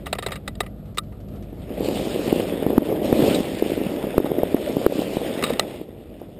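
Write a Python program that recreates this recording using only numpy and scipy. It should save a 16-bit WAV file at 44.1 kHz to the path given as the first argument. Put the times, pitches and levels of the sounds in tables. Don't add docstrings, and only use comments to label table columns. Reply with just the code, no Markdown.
import sys
import numpy as np
from scipy import signal
from scipy.fft import rfft, irfft, next_fast_len
from scipy.io import wavfile
from scipy.ndimage import uniform_filter1d, map_coordinates

SR = 44100
rng = np.random.default_rng(int(sys.argv[2]) if len(sys.argv) > 2 else 0)


def to_wav(s):
    ch = np.atleast_2d(s).T
    pcm = np.round(np.clip(ch, -1, 1) * 32767)
    wavfile.write(sys.argv[1], SR, pcm.astype(np.int16))


def magnitude_from_level(level_db):
    exponent = np.asarray(level_db, float) / 20
    return 10 ** exponent


N = 281799

# t/s, load on the hull level/dB, loose spray over it level/dB, share of crust [0-1]
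SLIDE = [(0.0, -44, -14, 0.8), (0.45, -50, -17, 1), (0.9, -51.5, -32, 0.2), (1.6, -44, -16, 0.64),
         (1.79, -27, -20.5, 0.53), (1.84, -25.5, -14, .1), (2.372, -24, -13.5, 0.31),
         (2.606, -27, -17, 0.98), (2.9, -21.5, -22, 0.53), (3.02, -26, -23, 0.85),
         (3.05, -21.5, -18.5, 0.25), (3.27, -16.5, -14.5, 0.21), (3.45, -27.5, -12.5, 0.3),
         (4.3, -28, -18, 1), (5.03, -27.5, -12.5, 0.3), (5.49, -27, -14, 0.9), (5.81, -36.5, -14.5, 0.63),
         (5.86, -42, -20.5, 0.7)]
# f/Hz, width/Hz, level/dB
CASE = [
    [(405, 140, 2.5), (690, 270, 1)],
    [(1220, 65, 2.5)],
    [(1870, 140, -1), (2830, 600, -8)],
    [(3758, 173, 0.5), (5060, 180, -13)],
]
# f/Hz, width/Hz, level/dB
LINGER = [(1310, 30, -4), (1990, 34, -3)]
CLOD_CYCLES = 0.84


def unit(x):
    return x / np.sqrt(np.mean(x ** 2) + 1e-20)


def curves(rows):
    s, *cols = np.transpose(rows)
    return [np.interp(np.arange(N) / SR, s, c) for c in cols]


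def wobble(rate):
    return map_coordinates(rng.standard_normal(int(N * rate / SR) + 4), [np.arange(N) * rate / SR])


def filtered(x, response):
    m = next_fast_len(N + 8192)
    return irfft(rfft(x, m) * response(np.fft.rfftfreq(m, 1 / SR)), m)[:N]


def coloured(x, points):
    hz, db = np.transpose(points)
    return unit(filtered(x, lambda f: magnitude_from_level(np.interp(np.log(f + 1), np.log(hz), db))))


def resonant(x, modes):
    def response(f):
        total = 0
        for k, (hz, width, db) in enumerate(modes):
            total = total + (-1) ** k * magnitude_from_level(db) * 1j * f * width / (hz * hz - f * f + 1j * f * width)
        return total
    return filtered(x, response)


def highpass(f, hz, order):
    return (f / hz) ** order / (1 + (f / hz) ** order)


def grit(per_s, spread_db):
    chance, sign, size = rng.random((3, N))
    return (chance < per_s / SR) * np.sign(sign - .5) * magnitude_from_level(-spread_db * np.log(size + 1e-2))


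def patchy(x, depth_db):
    z = signal.stft(x, nperseg=512)[2]
    field = uniform_filter1d(rng.standard_normal(z.shape), size=7, axis=0)
    field = uniform_filter1d(field, size=9, axis=1)
    return unit(signal.istft(z * magnitude_from_level(depth_db * unit(field)), nperseg=512)[1][:N])


def slide():
    # f/Hz, level/dB per Hz
    hull = [(35, -56), (60, -16), (119, -9), (184, -1.5), (296, 2.5), (403, 1), (593, 0), (930, -20.5),
            (1300, -27), (1690, -56), (2860, -120)]
    # f/Hz, level/dB per Hz
    loose_snow = [(470, -9.5), (800, 1.5), (915, -8), (1230, -11), (1420, -14.5), (2300, -9.5), (2480, -6),
                  (2890, -3.5), (3250, -6), (4860, -11.5), (5950, -17), (7740, -60), (13100, -120)]
    # f/Hz, level/dB per Hz
    rutted_crust = [(470, -27), (800, -3.5), (1070, -8.5), (1360, -9), (1620, -9), (1880, -6), (3280, -8.5),
                    (3570, -7), (4180, -21), (5380, -17.5), (5950, -35.5), (7740, -54), (13100, -120)]
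    rumble_db, spray_db, crust = curves(SLIDE)
    hard_db = -2.5 + 2 * crust
    hiss_db = rumble_db + spray_db
    chatter = wobble(21.84)

    drum = unit(grit(per_s=480, spread_db=1.76)) + .5 * rng.standard_normal(N)
    drum_db = 0.62 * np.tanh(chatter) + 1.52 * np.tanh(wobble(60))
    rumble = coloured(drum * magnitude_from_level(drum_db), hull)
    boom = filtered(rumble, lambda f: 1 / (1 + (f / 420) ** 4))
    rumble = magnitude_from_level(-.5 * hard_db) * boom + magnitude_from_level(hard_db) * (rumble - boom)

    def crunch():
        grains = .5 * unit(grit(per_s=2300, spread_db=11.0)) + rng.standard_normal(N)
        return grains * magnitude_from_level(0.2 * chatter + 1.36 * wobble(35))

    hiss = np.sqrt(1 - crust) * coloured(crunch(), loose_snow) + np.sqrt(crust) * coloured(crunch(), rutted_crust)
    return magnitude_from_level(rumble_db - 0.07) * rumble + magnitude_from_level(hiss_db + 2.5) * patchy(hiss, depth_db=1.85)


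def lumps():
    # t/s, peak level/dB, thud f/Hz, length [cycles]
    hard_lumps = [(1.804, -12, 382, 0.71), (2.324, 0.5, 320, .65), (2.359, -7, 284, .94),
                  (2.662, 0, 312, 0.39), (2.701, -4.5, 388, 0.59), (2.777, 4, 270, 0.84),
                  (2.922, -7.5, 426, 1), (3.124, 3, 310, 0.64), (3.19, -1.5, 330, 0.91),
                  (3.219, -8, 402, 1), (3.284, -5, 380, .6), (3.402, -8.5, 256, 1), (3.621, -2, 360, 0.99),
                  (3.716, -9.5, 347.5, 0.89), (4.038, -5.5, 318, 0.38), (4.177, 5, 387, 0.57),
                  (4.199, -3.5, 344, 0.91), (4.242, -7, 295, 0.75), (4.314, -3.5, 370, 0.49),
                  (4.382, -6.5, 302, 0.88), (4.43, 0, 500, 0.64), (4.542, -1, 305, 0.83),
                  (4.765, -1, 290, 0.38), (4.861, 3.5, 390, 0.88), (4.92, -8.5, 484, 1),
                  (4.989, -8.5, 254, 1), (5.166, -1, 315, 0.2), (5.502, -6.5, 525, 1),
                  (5.592, -3, 675, 0.69), (6.213, -18, 486, 0.55)]
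    # t/s, peak level/dB, thud f/Hz
    clods = [(1.527, -21.5, 306), (1.702, -17, 306), (1.909, -12, 298), (2.158, -9.5, 408),
             (2.276, -9, 251), (2.395, -10.5, 378), (2.536, -18, 249), (2.623, -7.5, 416),
             (2.729, -8.5, 373), (2.818, -11.5, 349), (3.018, -9.5, 325), (3.224, -7, 190),
             (3.26, -17, 390), (3.308, -7, 260), (3.659, -9, 335), (3.774, -11.5, 305), (3.812, -9, 326),
             (3.863, -11, 208), (4.14, -12.5, 544), (4.673, -16, 474), (4.695, -12.5, 245),
             (4.812, -12, 483), (4.953, -13.5, 272), (5.016, -9.5, 551), (5.213, -11.5, 500),
             (5.246, -16, 530), (5.373, -13, 275), (5.427, -16.5, 280), (5.523, -13.5, 241),
             (5.811, -16.5, 341)]
    thuds, jolt, snap = np.zeros((3, N + SR))
    lead = SR // 100
    t = np.arange(-lead, SR // 30) / SR
    after = t - .004
    for s, db, hz, cycles in hard_lumps + [row + (CLOD_CYCLES,) for row in clods] + crumbs(count=70):
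        u = after * hz / max(cycles, .2)
        ring = 0.42 * np.exp(-u ** 2) + 0.13 * np.exp(-np.abs(u) / 3.2)
        shape = np.where(u < 0, np.exp(-(2.13 * u) ** 2), ring)
        swing = shape * np.cos(2 * np.pi * hz * after * (1.1 - 14 * t) + 2.62)
        here = slice(round(s * SR) - lead, round(s * SR) - lead + len(t))
        thuds[here] += magnitude_from_level(db + 2.5) * swing
        jolt[here] += magnitude_from_level(2 * min(db, 6) - 22) * np.exp(-((t - .0065) / 0.0013) ** 2)
        snap[here] += magnitude_from_level(2.2 * db - 30) * np.exp(-(after / 0.0024) ** 2)
    crush = resonant(snap[:N] * rng.standard_normal(N), [(1400, 890, -1.5), (4400, 3000, -7.5)])
    thuds = filtered(thuds[:N], lambda f: highpass(f, 110, 3) / (1 + (f / 950) ** 6))
    return jolt[:N] + crush + thuds


def crumbs(count):
    jitter, scatter = rng.random(count), rng.standard_normal((count, 2))
    s = (np.arange(count) + .5 + .5 * jitter) * (N / SR) / count
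    load_db = np.interp(s, *np.transpose(SLIDE)[:2])
    db = np.minimum(load_db + 8.5 + scatter[:, 0], -13)
    hz = 310 * np.exp(0.33 * np.tanh(scatter[:, 1]))
    return [(a, b, c, CLOD_CYCLES) for a, b, c in zip(s, db, hz)]


def scratches():
    # t/s, rub level/dB, place (below 0 toward the wall, above 0 toward
    # the door), knock level/dB, length/s
    contacts = [(0.0577, -40, 0.5, -5, 0.12), (0.0654, -24.5, -3.3, -6.5, 0.04),
                (0.1276, -15.5, 0.82, -5, .028), (0.151, -28, -6, -3, 0.029), (0.185, -21, 0.3, -6, 0.035),
                (0.2243, -27, 0.3, -7, 0.058), (0.2623, -21, 1, -1, 0.035), (0.2843, -32.5, -1.5, -5, 0.047),
                (0.307, -33.5, -0.7, -1, 0.033), (0.318, -28.5, 0.17, -8, 0.092),
                (0.3557, -29.5, 0.17, -12, 0.048), (0.477, -21.5, 0.88, -1.5, 0.026),
                (0.5525, -39.5, 1.6, -7, 0.019), (0.604, -17, 0.77, -4, 0.026), (0.631, -45, -3, 3, 0.11),
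                (0.6624, -35, -1.2, -13, 0.035), (0.9728, -21.5, 0, -10, 0.02),
                (0.9818, -12.5, 1, -18.5, 0.021), (1.121, -53.5, -18, 5, .074),
                (3.344, -45.5, 4, -22, 0.08), (4.255, -39, 0, 10.5, 0.12), (4.387, -33.5, -2.5, -7, 0.035),
            (4.564, -33.5, -4, 3, 0.053), (4.6244, -39, -1, -9, .022), (4.675, -38.5, -3, 15.5, 0.022),
            (5.378, -34, 0.8, 3, 0.027), (5.425, -18, -0.3, 1.5, 0.02), (5.437, -15.5, 0.95, -12, 0.039),
            (5.462, -36, 0.85, -9, 0.19), (5.495, -29, 0.6, 1.5, .059), (5.534, -23.5, 0.65, -14, 0.017),
            (5.5953, -2.5, 1.18, -12, 0.012)]
    rub = np.zeros((5, N + SR))
    t = np.arange(SR // 8) / SR
    for s, db, place, knock_db, length in contacts:
        wall_db, door_db = 17.5 - 0.5 * place, 13 + 7 * place
        parts_db = np.array([knock_db + 21.5, wall_db, 17, door_db, 5])
        burst = (1 - np.exp(-t / 0.0013)) * magnitude_from_level(-60 * t / max(length, .005)) * rng.standard_normal((5, len(t)))
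        burst[4] *= magnitude_from_level(-60 * t / .006)
        start = round(s * SR)
        rub[:, start:start + len(t)] += magnitude_from_level(db + parts_db)[:, None] * burst
    body, wall, frame, door, touch = rub[:, :N]
    direct = filtered(frame + door, lambda f: 0.044 * highpass(f, 900, 2))
    crack = resonant(touch, [(5030, 3000, 6)])
    linger = resonant(wall, LINGER[:1]) + resonant(frame, LINGER[1:])
    ringing = sum(resonant(x, modes) for x, modes in zip((body, wall, frame, door), CASE))
    return direct + crack + linger + ringing


def engine():
    # t/s, beat f/Hz, level/dB
    revs = [(0.0, 49.2, -36), (0.75, 51.92, -36.5), (1.1, 49.36, -36.5), (1.51, 50.06, -36),
            (1.83, 56.17, -35.5), (2.1, 50.4, -40), (2.8, 51.65, -40.5), (3.6, 49.87, -41.5),
            (5.3, 49.35, -45), (6.39, 48.3, -45.5)]
    # multiple of the beat, level/dB
    orders = [(1, 0), (2, -3), (3, -9), (4, -3), (6, -12)]
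    # f/Hz, level/dB per Hz
    drone = [(18, -25), (30, 5), (59, 6), (195, -1.5), (404, -15.5), (670, -15.5), (996, -35), (1360, -30),
             (1550, -38), (2510, -41), (3730, -41), (5800, -51), (7540, -82.5), (12800, -120)]
    # t/s, peak level/dB
    puffs = [(0.7694, -58), (0.856, -44), (0.946, -37), (1.0345, -41), (1.2032, -40), (1.284, -38),
             (1.3577, -38.5), (1.4253, -34.5), (1.5, -47), (1.5697, -52), (5.888, -60), (6.1355, -58),
             (6.197, -39)]
    beat_hz, level_db = curves(revs)
    turns = np.cumsum(beat_hz * (1 + .012 * wobble(10))) / SR
    tones = np.zeros(N)
    for k, db in orders:
        tones += magnitude_from_level(db + 2.5 * wobble(9)) * np.sin(2 * np.pi * k * turns + k * k)

    murmur = coloured(magnitude_from_level(2.15 * wobble(25)) * rng.standard_normal(N), drone)
    murmur = filtered(murmur, lambda f: highpass(f, 55, 3))

    firing, t = np.zeros(N), np.arange(SR // 10) / SR
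    for s, db in puffs:
        firing[round(s * SR):][:len(t)] += magnitude_from_level(db - 15.5 - 60 * t / 0.089) * rng.standard_normal(len(t))
    clatter = filtered(firing, lambda f: highpass(f, 900, 2) / (1 + f / 4000))
    clatter = clatter + 1.6 * resonant(firing, CASE[1] + LINGER[:1])
    return magnitude_from_level(level_db) * (0.63 * unit(tones) + 1.15 * murmur) + 3.4 * clatter


def scene():
    return (scratches() + lumps() + engine() + slide())[None]


def ducked(x, top, duck_db, recover_s):
    t = np.arange(SR // 5) / SR
    recovery = (t > .004) * np.exp(-t / recover_s)
    over = signal.fftconvolve(1.0 * (np.abs(x) > top), recovery)[:N]
    return x * magnitude_from_level(-duck_db * np.tanh(over / 40))


def held(x, rate, top):
    samples = np.clip(signal.resample_poly(x, rate, SR), -top, top)
    out = signal.resample_poly(np.repeat(samples, 4), SR, 4 * rate)[:N]
    return np.pad(out, (0, N - len(out)))


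def starved(x, depth_db, click_db, top_db, top_hz):
    hz, _, z = signal.stft(x, SR, nperseg=1536)
    power = (np.abs(z[:768]) ** 2).reshape(64, 12, -1).mean(axis=1)
    band_db = 10 * np.log10(power + 1e-20)
    keep = band_db > np.median(band_db[8:44], axis=0) - depth_db
    click = band_db > uniform_filter1d(band_db, size=21, axis=1) + click_db
    keep[32:38] |= click[8:20].any(axis=0)
    keep[38:] &= band_db[38:] > -99
    gain = np.where(hz[6:768:12, None] > top_hz, magnitude_from_level(top_db) * click, keep)
    z[:768] *= np.repeat(gain, 12, axis=0)
    return signal.istft(z, SR, nperseg=1536)[1][:N]


def roll_off(x):
    return signal.sosfilt(signal.butter(12, 16480, fs=SR, output="sos"), x)


def record(dry):
    out = ducked(dry[0], top=.71, duck_db=6, recover_s=.03)
    out = held(out, rate=12000, top=.71)
    out = starved(out, depth_db=7, click_db=9, top_db=-19, top_hz=15300)
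    out = filtered(out, lambda f: 1 / (1 + (f / 16000) ** 60))
    return roll_off(out[None])


dry = scene()
out = record(dry)
to_wav(out)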